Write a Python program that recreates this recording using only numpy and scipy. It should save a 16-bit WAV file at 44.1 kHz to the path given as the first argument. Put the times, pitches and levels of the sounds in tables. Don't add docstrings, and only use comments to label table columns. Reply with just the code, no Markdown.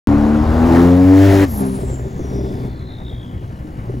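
import sys
import numpy as np
from scipy import signal
from scipy.io import wavfile
from scipy.ndimage import uniform_filter1d

SR = 44100
rng = np.random.default_rng(int(sys.argv[2]) if len(sys.argv) > 2 else 0)


def gain_from_decibels(decibels):
    exponent = np.asarray(decibels, float) / 20
    return 10 ** exponent


def inscribe(sig):
    pcm = np.round(np.clip(np.atleast_2d(sig).T, -1, 1) * 32767)
    wavfile.write(sys.argv[1], SR, pcm.astype(np.int16))


N = 176400
T = np.arange(N) / SR

# time_s, firing_hz, exhaust_level_db, gas_flow_db
ENGINE_RUN = [(0, 69.37, -15.5, -22.5), (.45, 76.66, -14.5, -24), (.62, 81.82, -12, -22),
              (.77, 85, -8.5, -17.5), (1.0, 91.06, -10.5, -29), (1.24, 97.83, -10.5, -25),
              (1.44, 97, -11, -24), (1.465, 89.3, -30.5, -34), (1.52, 73.56, -25, -37.5),
              (1.595, 66.96, -22, -31), (1.61, 66.12, -12, -28), (1.76, 64.59, -23, -37),
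              (2.15, 64.02, -28, -44.5), (2.4, 63.87, -19, -40.5), (2.67, 62.7, -29, -42),
              (2.71, 63.11, -27.5, -48.5), (3.2, 60.84, -31.5, -48.5), (4, 61.2, -27.5, -45.5)]
# multiple_of_firing, loaded_db, throttle_shut_db, gear_catching_db, coasting_db
FIRING_ORDERS = [(.5, -15, -15, -22, -30), (1, -3, 6, -10, 0), (1.5, -22.5, -17, -29, -26),
                 (2, -6, -20, -7, -2), (3, .5, 4, 1.5, -8), (4, 0, -26, -8, -13.5),
                 (5, -5.5, -27, -26, -12.5), (6, -9, -39, -3.5, -8.5), (7, -14, -27, -20, -57),
                 (8, -24, -43, -27, -48), (9, -26, -37, -30, -49), (10, -13, -44, -41, -53)]
# frequency_hz, gain_db
PIPE_RESPONSE = [(40, -8.5), (97, 8), (170, -3), (230, 2.5), (285, 9.5), (330, -7.5), (400, 1.5), (900, -6)]
# frequency_hz, width_hz, gain_db
STANDING_WAVES = [(172.7, 17, 9), (196, 7, -1), (216.6, 10, 5.5), (338.6, 8.2, 4.5), (365, 6.3, -14.5),
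                  (420, 30, 1), (467, 4.9, -6), (539, 24, 6.5), (647, 36, 2.5), (720, 30, 8),
                  (822, 25, 12.5)]
# frequency_hz, density_db_per_hz
LOADED_ROAR = [(40, -34), (90, -31), (280, -13), (450, -22), (750, -19.5), (1300, -28.5), (2500, -45),
               (16000, -64.5)]
# frequency_hz, density_db_per_hz
COASTING_ROAR = [(40, -62), (130, -3.5), (400, -17), (1250, -27.5), (2200, -38.5), (6500, -45.5),
                 (10000, -47), (16000, -49.5)]
# frequency_hz, density_db_per_hz
INTAKE_RUSH = [(600, -24), (1450, 2.5), (1800, 2.5), (2300, -1), (4000, -6), (8000, -12), (16000, -13.5)]
# frequency_hz, density_db_per_hz
STREET_WASH = [(26, -22), (48, 4.5), (125, -12), (160, -16.5), (370, -27), (2200, -43.5), (5000, -87.5),
               (16000, -71)]
# start_s, peak_db, pitch_hz
POP_EVENTS = [(.082, 3, 105), (0.089, -18, 380), (.174, -22, 600), (.789, -13, 766), (1.49, -20, 80),
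              (1.578, -20, 245), (1.601, -30, 202), (1.788, -12, 390), (1.833, -11.5, 390),
              (1.88, -43, 380), (1.899, -16.5, 399), (1.928, -16, 350), (1.96, -23, 232.1),
              (1.995, -16.5, 393), (2.05, -16.5, 378), (2.193, -12.5, 349.3), (2.25, -18, 406),
              (2.328, -15, 420), (2.41, -16, 390), (2.477, -25, 366), (2.512, -18, 352), (2.542, -36, 300),
              (2.638, -22, 380), (2.68, -18, 376.5), (2.734, -33, 248), (3.021, -38, 319.6),
              (3.647, -23, 299), (3.896, -12.5, 390), (3.94, -13.5, 289.8), (3.97, -19, 240.7)]
# time_s, pitch_hz, level_db
SPOOL_DOWN = [(1.47, 12700, -45), (1.52, 11810, -39.5), (1.585, 11400, -34), (1.64, 10500, -42.5),
              (1.78, 9030, -34.5), (1.94, 7478, -40.5), (2.03, 6913, -54.5), (2.16, 6430, -51),
              (2.32, 5560, -45), (2.55, 4953, -50), (2.78, 4150, -52.5), (2.91, 3880, -44),
              (2.99, 3724, -49.5), (3.09, 3620, -42), (3.16, 3470, -48), (3.27, 3300, -47),
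              (3.36, 3180, -56.5), (3.62, 2900, -64)]
# frequency_hz, width_hz, gain_db
DUCT_MODES = [(2950, 320, 10), (3290, 320, 10), (3690, 320, 10), (4080, 320, 8), (4400, 320, 5),
              (5050, 550, 4), (5700, 550, 5), (6450, 600, 1), (7200, 800, 1)]
# frequency_hz, coherence (0 to 1)
PORT_COHERENCE = [(60, .99), (350, .98), (900, .82), (1600, .72), (3000, .82), (5000, .82), (6800, .97),
                  (15000, .96)]
# frequency_hz, left_over_right_db
PORT_LEVEL = [(60, 2.4), (250, 3.4), (600, 1.8), (900, 3), (2000, 2.6), (5000, 2.2), (7000, .2), (16000, 0)]
# frequency_hz, right_lead_rad
NEAR_PHASE = [(0, 0), (300, -.25), (700, -.8), (1300, -.9), (2300, -.6), (3500, -.2), (6750, 0),
              (15300, 12.57), (22050, 12.57)]
# frequency_hz, right_lead_rad
FAR_PHASE = [(0, 0), (600, -1.1), (1300, -3.1), (2300, -6.6), (3500, -6.75), (6750, -6.28), (15300, 6.28),
             (22050, 6.28)]

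LIFT_S, SHIFT_S, CATCH_END_S = 1.46, 1.6, 1.79
COASTING_DB, LOADED_DB = -21, -14
FULL_HZ = 97
POP_T60_S = 0.063
BURBLE_START_S, BURBLE_END_S, BURBLE_PER_S, BURBLE_DB = 2, 2.7, 300, -0.5
SWEEP, WOBBLE, CHOP_DB = .06, .018, 6.5
CHIRP_S = 3.0815
VENT_S, VENT_LEN_S, VENT_DB = 1.554, 0.17, -40.5
ECHO_DB, ECHO_T60_S = -11.5, 0.69
START_S = .0722


def evened(x):
    return x / np.sqrt(np.mean(x ** 2) + 1e-20)


def read(points, hz):
    f, value = np.transpose(points)
    return np.interp(np.log(hz + 1), np.log(f + 1), value)


def curve(table, column):
    rows = np.array(table)
    return np.interp(T, rows[:, 0], rows[:, column])


def slow(top_hz):
    t = T[::64]
    f = np.geomspace(top_hz / 12, top_hz, 16)[:, None]
    sines = np.sin(2 * np.pi * (f * t + rng.random((16, 1))))
    return np.interp(T, t, evened((sines / f ** 0.28).sum(0)))


def resonate(x, hz, width):
    carrier = np.exp(2j * np.pi * np.cumsum(hz * np.ones(len(x))) / SR)
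    r = np.exp(-np.pi * abs(width) / SR)
    return 2 * (carrier * signal.lfilter([1 - r], [1, -r], x / carrier)).real


def fuzz(noise, hz, width):
    return evened(resonate(resonate(noise, hz, width), hz, width))


def hiss(shape, patchy_db, flicker_db):
    frames, hz = N // 256 + 5, np.fft.rfftfreq(1024, 1 / SR)
    a, b, c, d, patches = rng.standard_normal((frames, 513, 5)).T
    patches = uniform_filter1d(patches, size=10, axis=0)
    patches = evened(uniform_filter1d(patches, size=10, axis=1))
    flicker = evened(uniform_filter1d(rng.standard_normal(frames), size=5))
    same = np.clip(read(PORT_COHERENCE, hz), -1, 1)[:, None]
    left = a + 1j * b
    right = same * left + np.sqrt(1 - same ** 2) * (c + 1j * d)
    level_db = read(shape, hz)[:, None] + patchy_db * patches + flicker_db * flicker
    bass_cut = (hz ** 4 / (hz ** 4 + 55 ** 4))[:, None]
    z = np.array([left, right]) * gain_from_decibels(level_db) * bass_cut
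    return signal.istft(z, nperseg=1024, noverlap=768)[1][:, :N]


def in_band(x):
    band = signal.butter(4, [700, 2500], "band", fs=SR, output="sos")
    part = signal.sosfilt(band, x.mean(0))
    return x / np.sqrt(np.mean(part ** 2))


def firing():
    load = np.clip((curve(ENGINE_RUN, column=2) - COASTING_DB) / (LOADED_DB - COASTING_DB), 0, 1)
    return np.cumsum(curve(ENGINE_RUN, column=1)) / SR, load


def exhaust():
    turns, load = firing()
    load = np.maximum(load, T < CATCH_END_S)
    hz = curve(ENGINE_RUN, column=1)
    wander_db = 4.5 - 2.7 * load
    drift_rad = .7 - .5 * load
    stage = np.searchsorted([LIFT_S, SHIFT_S, CATCH_END_S], T)
    pulling = T < LIFT_S
    out = np.zeros(N)
    for k, *stage_db in FIRING_ORDERS:
        db = uniform_filter1d(np.array(stage_db, float)[stage], size=500)
        nodes = sum(gain * np.exp(-((k * hz - f) / w) ** 2) for f, w, gain in STANDING_WAVES)
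        db = db + nodes * pulling + read(PIPE_RESPONSE, k * hz)
        slope_db_per_hz = -.6 * (k % 1 > 0) + .3 * (k > 4)
        db = db + pulling * slope_db_per_hz * (hz - FULL_HZ)
        db = db + wander_db * slow(12)
        out += gain_from_decibels(db) * np.cos(2 * np.pi * k * turns - 0.3586 * k * k + drift_rad * slow(12))
    return gain_from_decibels(curve(ENGINE_RUN, column=2)) * out


def roar():
    turns, load = firing()
    load = np.maximum(load, T < SHIFT_S)
    gate = evened(gain_from_decibels(np.cos(2 * np.pi * turns - 1)))
    gas = load * in_band(hiss(LOADED_ROAR, 1.5, 0.44))
    gas = gas + (1 - load) * in_band(hiss(COASTING_ROAR, 1.4, 0.77))
    rush = in_band(hiss(INTAKE_RUSH, 0.9, 0.66))
    rasp = gain_from_decibels(1) * fuzz(rng.standard_normal(N), 1780, 520)
    rush_db = -4 + (curve(ENGINE_RUN, column=1) - FULL_HZ)
    rush = load * gain_from_decibels(rush_db) * (rush + rasp)
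    return gain_from_decibels(curve(ENGINE_RUN, column=3) + 1) * gate * (gas + rush)


def street():
    fade = np.clip((0.87 - T) / 0.12, 0, 1)
    thrum = gain_from_decibels(-19) * fade * fuzz(rng.standard_normal(N), 57.7, 41)
    return gain_from_decibels(-27 + 1.5) * evened(hiss(STREET_WASH, 1.7, 2.1)) + thrum


def pop(hz):
    t = np.arange(4000) / SR
    ring = np.sin(2 * np.pi * hz * t) + 0.33 * np.sin(2 * np.pi * 1.466 * hz * t + 1)
    crack = 0.041 * rng.standard_normal(4000) * gain_from_decibels(-60 * t / 0.0039)
    return (ring + crack) * np.minimum(t / 0.00067, 1) * gain_from_decibels(-60 * t / POP_T60_S)


def pops():
    out = np.zeros(N + 4000)
    for start_s, peak_db, pitch_hz in POP_EVENTS:
        out[round(start_s * SR):][:4000] += gain_from_decibels(peak_db) * pop(pitch_hz)
    on = (T > BURBLE_START_S) & (T < BURBLE_END_S)
    level = gain_from_decibels(curve(ENGINE_RUN, column=2) + BURBLE_DB)
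    for hz in (224, 280, 390, 410):
        strikes = rng.random(N) < BURBLE_PER_S / 4 / SR
        kicks = strikes * gain_from_decibels(2.67 * np.clip(rng.standard_normal(N), -2, 1)) * on
        out[:N] += level * signal.oaconvolve(kicks, pop(hz))[:N]
    return out[:N]


def echoes(x):
    t = np.arange(12000) / SR
    tail = rng.standard_normal(12000) * gain_from_decibels(-60 * t / ECHO_T60_S) * (t > .006)
    return x + gain_from_decibels(ECHO_DB) * signal.oaconvolve(x, tail / np.linalg.norm(tail))[:N]


def turbo():
    turns, _ = firing()
    hz, noise = curve(SPOOL_DOWN, column=1), rng.standard_normal((4, N))
    phase = 2 * np.pi * (turns - np.interp(CHIRP_S, T, turns))
    swept = np.cumsum(hz * (1 - SWEEP * np.sin(phase) + WOBBLE * slow(300))) / SR
    chop_db = CHOP_DB * (np.cos(phase) - 1.5) * np.clip(4000 / hz, 0, 1) ** 3
    chop = gain_from_decibels(chop_db + 1.6 * slow(60))
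    pure = .75 * np.clip(4100 / hz, 0, 1) ** 5
    tone = pure * 2.96 * np.sin(2 * np.pi * swept)
    breath = (1 - pure) * fuzz(noise[0], hz, 1100)
    overtone = gain_from_decibels(-22) * fuzz(noise[1], np.minimum(2 * hz, 20000), 870) * (hz < 7000)
    voice = chop * (tone + breath + overtone)
    duct = sum(gain_from_decibels(db) * resonate(resonate(voice, f, w), f, w) for f, w, db in DUCT_MODES)
    direct = voice * gain_from_decibels(-15 * np.clip(4400 / hz, 0, 1) ** 5)
    gust = gain_from_decibels(5.5 + 3.5 * slow(90)) * np.clip(hz / 3000 - 3, 0, 1) * fuzz(noise[3], hz, 2000)
    level = gain_from_decibels(curve(SPOOL_DOWN, column=2)) * (T > SPOOL_DOWN[0][0])
    whistle = echoes(level * (direct + duct + gust))
    moan = gain_from_decibels(-53 - 27 * ((T - 2.55) / 0.84) ** 2) * fuzz(noise[2], 3520, 220)
    vent = gain_from_decibels(VENT_DB - 9 * ((T - VENT_S) / VENT_LEN_S) ** 2) * fuzz(noise[2][::-1], 6500, 6000)
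    return vent + whistle + moan


def lean(x):
    hz, t, z = signal.stft(x, SR, nperseg=1024)
    near = t < 1.46
    db = read(PORT_LEVEL, hz)[:, None] + np.where(near, 0, -1.5 * (hz < 500)[:, None])
    near_rad = np.interp(hz, *np.transpose(NEAR_PHASE))[:, None]
    far_rad = np.interp(hz, *np.transpose(FAR_PHASE))[:, None]
    turn = np.exp(.5j * np.where(near, near_rad, far_rad))
    ports = z * gain_from_decibels(np.array([db, -db]) / 2) * np.array([1 / turn, turn])
    return signal.istft(ports, SR, nperseg=1024)[1][:, :N]


def scene():
    return lean(exhaust() + pops() + roar() + street() + turbo())


def joint(x):
    hz, t, z = signal.stft(np.array([x[0] + x[1], x[0] - x[1]]) / 2, SR, nperseg=2048)
    power = uniform_filter1d(abs(z) ** 2, size=14, axis=1)
    power = uniform_filter1d(power, size=3, axis=2) + 1e-20
    side_drop_db = np.where(hz < 6200, -15, -6.5)[:, None]
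    keep_mid = power[0] > power[1] * gain_from_decibels(2 * -8.3)
    keep_side = power[1] > power[0] * gain_from_decibels(2 * side_drop_db)
    keep = np.array([keep_mid, keep_side]) | (hz < 3300)[:, None]
    z = z * keep * (hz < 15900)[:, None]
    mid, side = signal.istft(z, SR, nperseg=2048)[1][:, :N]
    return np.array([mid + side, mid - side])


def low_pass(x):
    return signal.sosfilt(signal.butter(12, 16710, fs=SR, output="sos"), x)


def record(dry):
    limited = 0.88 * np.tanh(dry / 1.374)
    mix = joint(limited) * (T > START_S)
    return low_pass(mix)


dry = scene()
out = record(dry)
inscribe(out)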